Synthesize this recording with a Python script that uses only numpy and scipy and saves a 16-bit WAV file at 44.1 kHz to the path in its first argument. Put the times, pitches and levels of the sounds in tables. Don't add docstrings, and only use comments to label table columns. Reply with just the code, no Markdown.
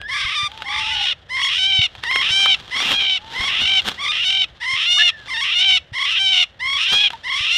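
import sys
import numpy as np
from scipy import signal
from scipy.fft import rfft, irfft
from scipy.io import wavfile
from scipy.ndimage import uniform_filter1d

SR = 44100
rng = np.random.default_rng(int(sys.argv[2]) if len(sys.argv) > 2 else 0)


def to_wav(sig):
    pcm = np.clip(np.atleast_2d(sig), -1, 1) * 32767
    pcm = np.round(pcm).astype(np.int16)
    wavfile.write(sys.argv[1], SR, pcm.T)


N = 333837
TIME = np.arange(N) / SR


def amp(db):
    return 10 ** (np.asarray(db) / 20)


def unit(x):
    return x / np.sqrt(np.mean(x ** 2) + 1e-20)


def add(mix, s, sound):
    part = mix[max(round(s * SR), 0):][:len(sound)]
    part += sound[:len(part)]


def drift(t, hz):
    return unit(np.interp(t * hz, np.arange(8192), rng.standard_normal(8192)))


def colour(x, points, size=2048):
    hz, db = np.transpose(points)
    bins_hz = np.fft.rfftfreq(size, 1 / SR)
    log_gain = np.log(amp(np.interp(np.log(bins_hz + 1), np.log(hz), db)))
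    cepstrum = irfft(log_gain)
    cepstrum[1:size // 2] *= 2
    cepstrum[size // 2 + 1:] = 0
    response = irfft(np.exp(rfft(cepstrum)))
    return signal.oaconvolve(x, response)[:len(x)]


def pulses(places, sizes, length):
    at = np.floor(places).astype(int)[:, None] + np.arange(-7, 9)
    offset = at - places[:, None]
    shape = np.sinc(offset) * np.cos(np.pi * offset / 16) ** 2
    return np.bincount(np.clip(at, 0, length - 1).ravel(), (shape * sizes[:, None]).ravel(), length)


def step(t, s, width):
    return .5 + .5 * np.tanh((t - s) / width)


# (frequency [Hz], relative level [dB])
HUSH_OUTLINE = [(25, -21.5), (80, -6.5), (250, -22), (400, -21), (600, -14.5), (1000, -25), (1800, -18),
                (2400, -27), (3200, -24), (4800, -50), (8000, -56), (15000, -63.5)]
# (frequency [Hz], relative level [dB])
RUMBLE_OUTLINE = [(25, -38), (60, 3), (120, -3), (250, -18.5), (700, -24.5), (2000, -71.5)]


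def air(hush_db=-52, rumble_db=-51):
    hush = unit(colour(rng.standard_normal(N), HUSH_OUTLINE, size=8192))
    hush *= amp(hush_db + drift(TIME, 20))
    rumble = unit(colour(rng.standard_normal(N), RUMBLE_OUTLINE, size=8192))
    settling_db = np.interp(TIME, [3.5, 4.5], [1.5, -4])
    return hush + rumble * amp(rumble_db + 3.8 * drift(TIME, 11) + settling_db)


def sweep(s, rise, fall, db, fade_db=-21.5):
    return amp(db + fade_db * np.maximum((s - TIME) / rise, (TIME - s) / fall))


# (frequency [Hz], gain [dB])
LEAF_OUTLINE = [(60, -13.5), (200, -3), (450, -10), (900, -4.5), (1600, -4), (2400, -8.5), (3400, 3),
                (4500, -10), (7000, -20.5), (10000, -30.5), (15000, -35.5)]
# (loudest time [s], rise [s], fall [s], strength at the peak [dB])
WING_SWEEPS = [(.58, 0.24, 0.58, -40.5), (2.15, 0.055, .35, -34), (2.45, 0.9, 0.49, -35),
               (2.81, 0.083, 0.13, -29.5), (2.924, 0.22, .06, -20), (3.02, 0.12, 0.17, -33),
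               (3.37, 0.17, 0.96, -31), (3.615, 0.063, 0.032, -26), (3.881, 0.047, 0.052, -18),
               (4.05, 0.6, 0.48, -39.5), (5.3, 0.56, 0.42, -44), (6.933, .03, .045, -18.5),
               (7.13, 0.08, 0.28, -43)]
STIR_DB = -58.5


def rustle(grains_per_s=900, grain_db=4.0, swish=0.3, crisp_db=6):
    struck = rng.random(N) < grains_per_s / SR
    grain_sizes = amp(grain_db * np.minimum(rng.exponential(1, N), 4))
    grains = struck * rng.choice([-1, 1], N) * grain_sizes
    sound = unit(colour(grains + swish * rng.standard_normal(N), LEAF_OUTLINE))
    clumps_db = 2.5 * drift(TIME, 110)
    strength = np.sqrt(amp(STIR_DB) ** 2 + sum(sweep(*row) ** 2 for row in WING_SWEEPS))
    treble = signal.sosfiltfilt(signal.butter(2, 9000, "high", fs=SR, output="sos"), sound)
    crispness = amp(crisp_db) * np.sqrt(strength / strength.max())
    return (sound + treble * (crispness - 1)) * strength * amp(clumps_db)


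# (start [s], loudest time [s], end [s], first pitch [Hz], middle pitch [Hz], last pitch [Hz],
#   RMS level at the loudest [dB]); a row that ends before it starts is silent
WHISTLE_GLIDES = [(0, 0.057, 0.096, 1607, 1710, 1870, -31), (.08, 0.143, 0.27, 1830, 1646, 1570, -27.5),
                  (.47, 0.617, 0.66, 756, 883, 810, -41.5), (.63, 0.784, 1.07, 784, 877, 834, -32),
                  (.93, 1.01, 1.06, 839, 819, 786, -31.5), (1.036, 1.063, 1.14, 710, 620, 555, -47),
                  (1.42, 1.433, 1.48, 2420, 3440, 3060, -20.5), (3.189, 3.35, 3.4, 816, 905, 907, -39),
                  (4.969, 4.981, 4.99, 1160, 1224, 1340, -24.5),
                  (4.986, 5.018, 5.03, 1650, 1760, 1770, -12), (5.025, 5.084, 5.27, 1810, 1780, 1567, -37),
                  (5.178, 5.21, 5.14, 4700, 5100, 4940, -42.5), (7.129, 7.14, 7.168, 1014, 912, 1030, -30)]
WHISTLE_FADE_DB = -11


def whistle(start, loudest, end, first_hz, middle_hz, last_hz, db):
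    t = np.arange(start, end, 1 / SR)
    arc = np.polyfit([0, .5, 1], [first_hz, middle_hz, last_hz], 2)
    hz = np.polyval(arc, (t - start) / (end - start))
    phase = 2 * np.pi * np.cumsum(hz * (1 + 0.019 * drift(t, 250))) / SR
    tone = unit(np.sin(phase) + amp(-15) * np.sin(2 * phase) + amp(-25) * np.sin(3 * phase))
    fade_db = WHISTLE_FADE_DB * np.interp(t, [start, loudest, end], [1, 0, 1])
    level = amp(db + fade_db + 2 * drift(t, 60))
    return start, tone * level * signal.windows.tukey(len(t), .1)


# (time [s], level, 6 dB under the peak [dB], ring [Hz])
TWIG_SNAPS = [(0.015, -24.5, 3400), (0.517, -27, 3370), (0.576, -27.5, 2570), (0.605, -33, 3400),
              (0.621, -18.5, 3320), (1.952, -27, 1600), (2.037, -18.5, 1000), (2.112, -17.5, 1100),
              (2.159, -11.5, 3150), (2.221, -20, 1200), (2.459, -10.5, 1580), (2.803, -14, 3380),
              (2.918, -13.5, 2400), (3.819, -24, 3360), (3.845, -32, 3630), (3.874, -28, 3390),
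              (3.894, -19, 3530), (7.104, -22.5, 3660), (7.133, -26, 3600)]


def snap(s, db, hz):
    t = np.arange(0, .06, 1 / SR)
    crack = rng.standard_normal(len(t)) * (np.exp(-t / .0018) + .07 * np.exp(-t / .012))
    wood = colour(crack, [(120, -26), (750, -9), (hz, 0), (4000, -5), (5200, -20), (14000, -38)])
    return s, amp(db + 6) * wood / abs(wood).max()


# (time [s], length [s], jump [share of the pitch])
VOICE_CRACKS = [(2.063, 0.03, -0.071), (4.641, 0.011, -.1), (5.283, 0.0164, 0.19), (5.337, 0.073, -0.17),
                (5.982, 0.013, -.1), (7.283, 0.015, -0.13)]
CLIMB = .11
CREST_S, SAG_HZ_PER_S = .1, 450
WANDER, WANDER_PER_S = .006, 35


def scream_pitch(t, start, breaks, locks, rise_hz, lock_hz, crest_hz):
    turning_points = [start, breaks, locks, locks + CREST_S]
    pitches = [rise_hz * (1 - CLIMB / 2), rise_hz * (1 + CLIMB / 2), lock_hz, crest_hz]
    hz = np.interp(t, turning_points, pitches)
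    hz -= SAG_HZ_PER_S * np.maximum(t - locks - CREST_S, 0)
    hz *= 1 + WANDER * drift(t, WANDER_PER_S)
    jumps = sum(share * (step(t, s, 0.0029) - step(t, s + length, 0.0047))
                for s, length, share in VOICE_CRACKS)
    return hz * (1 + jumps)


SOFT_START_DB, ATTACK_S = -12.5, 0.03


def scream_effort(t, start, end, opening_db, closing_db):
    line_db = np.interp(t, [start, end], [opening_db, closing_db])
    return line_db + SOFT_START_DB * np.exp(-(t - start) / ATTACK_S)


CATCHES_IN_RISE, CATCHES_HELD = 38, 78
CATCH_S = .0027


def fold_catches(t, broken, locked, strain, strain_rate):
    rate = CATCHES_IN_RISE * (1 - broken) + CATCHES_HELD * (broken - strain) + strain_rate * strain
    rate = rate * np.exp((.36 - .25 * locked) * drift(t, 50))
    from_catch_s = ((np.cumsum(rate) / SR + rng.random()) % 1 - .5) / rate
    catch = np.exp(-(from_catch_s / CATCH_S) ** 2)
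    return catch * np.clip(1 + .35 * drift(t, 45), .1, 1.4)


def fold_pulses(t, turns, rough, weakening):
    samples = np.arange(len(t))
    cycle = np.arange(1, int(turns[-1]))
    at = np.interp(cycle, turns, samples).astype(int)
    late, strong, wander = rng.standard_normal((3, len(cycle)))
    chaos = np.minimum(rough * np.exp(.3 * drift(t, 60)), 1)[at]
    beat = np.cos(2 * np.pi * np.cumsum(.3 + .08 * drift(t, 70)[at]))
    weak = (cycle % 2) * weakening[at]
    slips = chaos * (.04 * late + .14 * beat) + np.cumsum(.027 * chaos * wander)
    force = chaos * (.3 * strong + .55 * beat + .3 * drift(t, 450)[at])
    sizes = (1 - weak) * (1 + .85 * np.tanh(force))
    return pulses(np.interp(cycle + slips, turns, samples), sizes, len(t))


# (frequency [Hz], gain [dB])
THROAT_HALF_OPEN = [(400, -62.5), (750, -19.5), (1050, -6.5), (1500, -9), (2050, 6.5), (2700, -16.5),
                    (3300, -7), (4300, -16.5), (5400, -13), (6500, -34), (9300, -28), (10700, -51.5),
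                    (15000, -49)]
# (frequency [Hz], gain [dB])
THROAT_WIDE_OPEN = [(400, -35.5), (750, -22), (1150, -10.5), (1550, -27.5), (2300, -2), (3050, 1),
                    (3750, -0.5), (4400, -16), (4900, -22.5), (5350, -11.5), (6500, -25.5), (9300, -35),
                    (10700, -42), (15000, -63)]
# (frequency [Hz], sharpness Q [-])
SIDE_RESONANCES = [(2250, 7.4), (3750, 2)]
SHIFT_DB, SHIFT_PER_S = 1.8, 30


def throat(t, folds, mouth, rasp, strain, waver_db, pinch_db):
    voice = (1 - mouth) * colour(folds, THROAT_HALF_OPEN) + mouth * colour(folds, THROAT_WIDE_OPEN)
    ring = signal.lfilter(*signal.iirpeak(2750, 4.5, fs=SR), voice)
    voice = voice + 1.5 * rasp * ring
    for side_hz, q in SIDE_RESONANCES:
        side = signal.lfilter(*signal.iirpeak(side_hz, q, fs=SR), voice)
        voice = voice + side * (amp(SHIFT_DB * drift(t, SHIFT_PER_S)) - 1)
    upper = signal.sosfiltfilt(signal.butter(4, 4500, "high", fs=SR, output="sos"), voice)
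    voice = voice + upper * (amp(waver_db * drift(t, 25) + pinch_db * strain + 0.4) - 1)
    return voice / np.sqrt(abs(uniform_filter1d(voice ** 2, size=800)) + 1e-12)


# (start [s], breaks into a rasp [s], locks again [s], strain sets in [s], end [s],
#   opening level before the soft start [dB], closing level [dB], mid-rise pitch [Hz], pitch on locking [Hz],
#   crest pitch [Hz], roughness of the rise [0-1], roughness after locking [0-1], period doubling [0-1],
#   typical catches under strain [1/s])
SCREAM_ROWS = [(.075, .18, .365, .52, .484, -21.5, -21.5, 1095, 1190, 1185, .16, .17, .05, 60),
               (.638, .8, .93, .95, 1.138, -24, -19, 1110, 1440, 1490, .17, .5, .5, 70),
               (1.285, 1.49, 1.585, 1.705, 1.872, -22.5, -14.3, 1050, 1515, 1555, .11, .05, .8, 45),
               (2.02, 2.225, 2.31, 2.44, 2.558, -22, -12.8, 1030, 1530, 1582, .06, .05, .8, 80),
               (2.7, 2.82, 2.94, 2.97, 3.186, -20.5, -17.5, 1060, 1630, 1565, .12, .13, .8, 70),
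               (3.326, 3.49, 3.605, 3.64, 3.81, -23.5, -14, 1045, 1470, 1545, .11, .07, .8, 48),
               (3.97, 4.12, 4.245, 4.28, 4.453, -22.5, -15.7, 1155, 1485, 1547, .1, .07, .8, 40),
               (4.596, 4.762, 4.86, 4.99, 5.108, -22.3, -13, 1020, 1410, 1465, .12, .06, .8, 80),
               (5.266, 5.44, 5.545, 5.62, 5.788, -24, -11.5, 1060, 1400, 1540, .1, .14, .8, 58),
               (5.924, 6.06, 6.19, 6.3, 6.447, -21, -13.7, 1075, 1570, 1535, .11, .07, .8, 80),
               (6.588, 6.78, 6.88, 6.98, 7.088, -21.3, -14.7, 1075, 1510, 1680, .06, .24, .7, 85),
               (7.228, 7.38, 7.52, 7.6, 7.6, -22.3, -16, 1065, 1380, 1520, .11, .2, .7, 80)]
DIP_LEAST, DIP_PER_ROUGH = .035, .5


def scream(start, breaks, locks, strains, end, opening_db, closing_db, rise_hz, lock_hz, crest_hz,
           rough_rise, rough_held, doubling, strain_rate, leak_db=-45, waver_db=2.5, pinch_db=-6):
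    t = np.arange(start, end, 1 / SR)
    broken, locked, strain = step(t, breaks, .005), step(t, locks, .005), step(t, strains, .01)
    rasp = broken - locked
    rise = 1 - broken
    catch = fold_catches(t, broken, locked, strain, strain_rate)

    dips = DIP_LEAST + DIP_PER_ROUGH * rough_rise
    depth = 1.05 * dips * rise + .032 * broken + 1.4 / strain_rate * strain
    depth = depth * np.exp(.22 * drift(t, 40))
    wobble = .003 + .12 * rough_rise * rise + .045 * rasp + .02 * rough_held * locked
    hz = scream_pitch(t, start, breaks, locks, rise_hz, lock_hz, crest_hz)
    hz *= 1 - depth * (catch - .25) + wobble * drift(t, 170)
    hz *= 1 - 0.27 * np.exp(-(t - start) / .014) - 0.42 * doubling * np.exp((t - end) / 0.00704)
    turns = np.cumsum(hz) / SR

    rough = rough_rise * rise * (.9 + 2.2 * catch) + (.3 + .65 * doubling) * rasp
    rough += .8 * rough_held * locked + strain * (.02 + .12 * catch)
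    weakening = doubling * (.25 * broken + .75 * locked)
    folds = fold_pulses(t, turns, rough, weakening)
    folds += amp(leak_db) * rng.standard_normal(len(t)) * np.cos(np.pi * turns) ** 2
    mouth = step(t, breaks, 0.21) * np.clip(0.29 + doubling, 0, 1)
    voice = throat(t, folds, mouth, rasp, strain, waver_db, pinch_db)

    flutter_db = (.6 + 2.6 * strain) * (catch - .3) + .8 * drift(t, 110)
    swell = (1 - np.exp(-(t - start) / .008)) ** 2 * np.tanh((end - t) / .009) ** 2
    register_db = -1.2 * rasp + 0.14 * locked * (1 - strain) + 0.14
    effort_db = scream_effort(t, start, end, opening_db, closing_db)
    return start, voice * swell * amp(effort_db + flutter_db + register_db)


# (time [s], peak level [dB], base pitch, which sinks from 1.455 to 0.795 of it [Hz])
SOFT_BUMPS = [(0.248, -27.5, 57), (0.43, -29, 93), (1.79, -18, 95), (2.305, -28.5, 89.5), (2.918, -27, 171),
              (3.398, -25.5, 59.5), (3.618, -32, 220.6), (4.734, -33.5, 101), (5.919, -30.5, 95),
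              (7.405, -31, 78.1)]


def bump(s, db, hz):
    t = np.arange(0, .1, 1 / SR)
    sinking_hz = hz * (0.795 + 0.66 * np.exp(-t / 0.008))
    push = np.sin(2 * np.pi * np.cumsum(sinking_hz) / SR) * t * np.exp(-t / 0.0037)
    return s, amp(db) * push / abs(push).max()


def brush(x, echo_db=-27, t60=0.28, near_db=-13):
    t = np.arange(0, .6, 1 / SR)
    scattered = (rng.random((2, len(t))) < 2500 / SR) * (t > .002)
    near, far = rng.choice([-1, 1], (2, len(t))) * scattered
    near = near * np.exp(-t / 0.0073)
    far = far * amp(-60 * t / t60)
    response = amp(near_db) * near / np.linalg.norm(near) + amp(echo_db) * far / np.linalg.norm(far)
    return x + signal.oaconvolve(x, response)[:N]


def scene():
    mix = np.zeros(N)
    sources = (whistle, WHISTLE_GLIDES), (snap, TWIG_SNAPS), (scream, SCREAM_ROWS), (bump, SOFT_BUMPS)
    for source, table in sources:
        for row in table:
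            add(mix, *source(*row))
    return (brush(mix + rustle()) + air())[None]


def record(dry, edge_hz=15400):
    low_pass = signal.firwin(511, edge_hz, window=("kaiser", 9), fs=SR)
    return signal.oaconvolve(dry, low_pass[None], "same")


dry = scene()
out = record(dry)
to_wav(out)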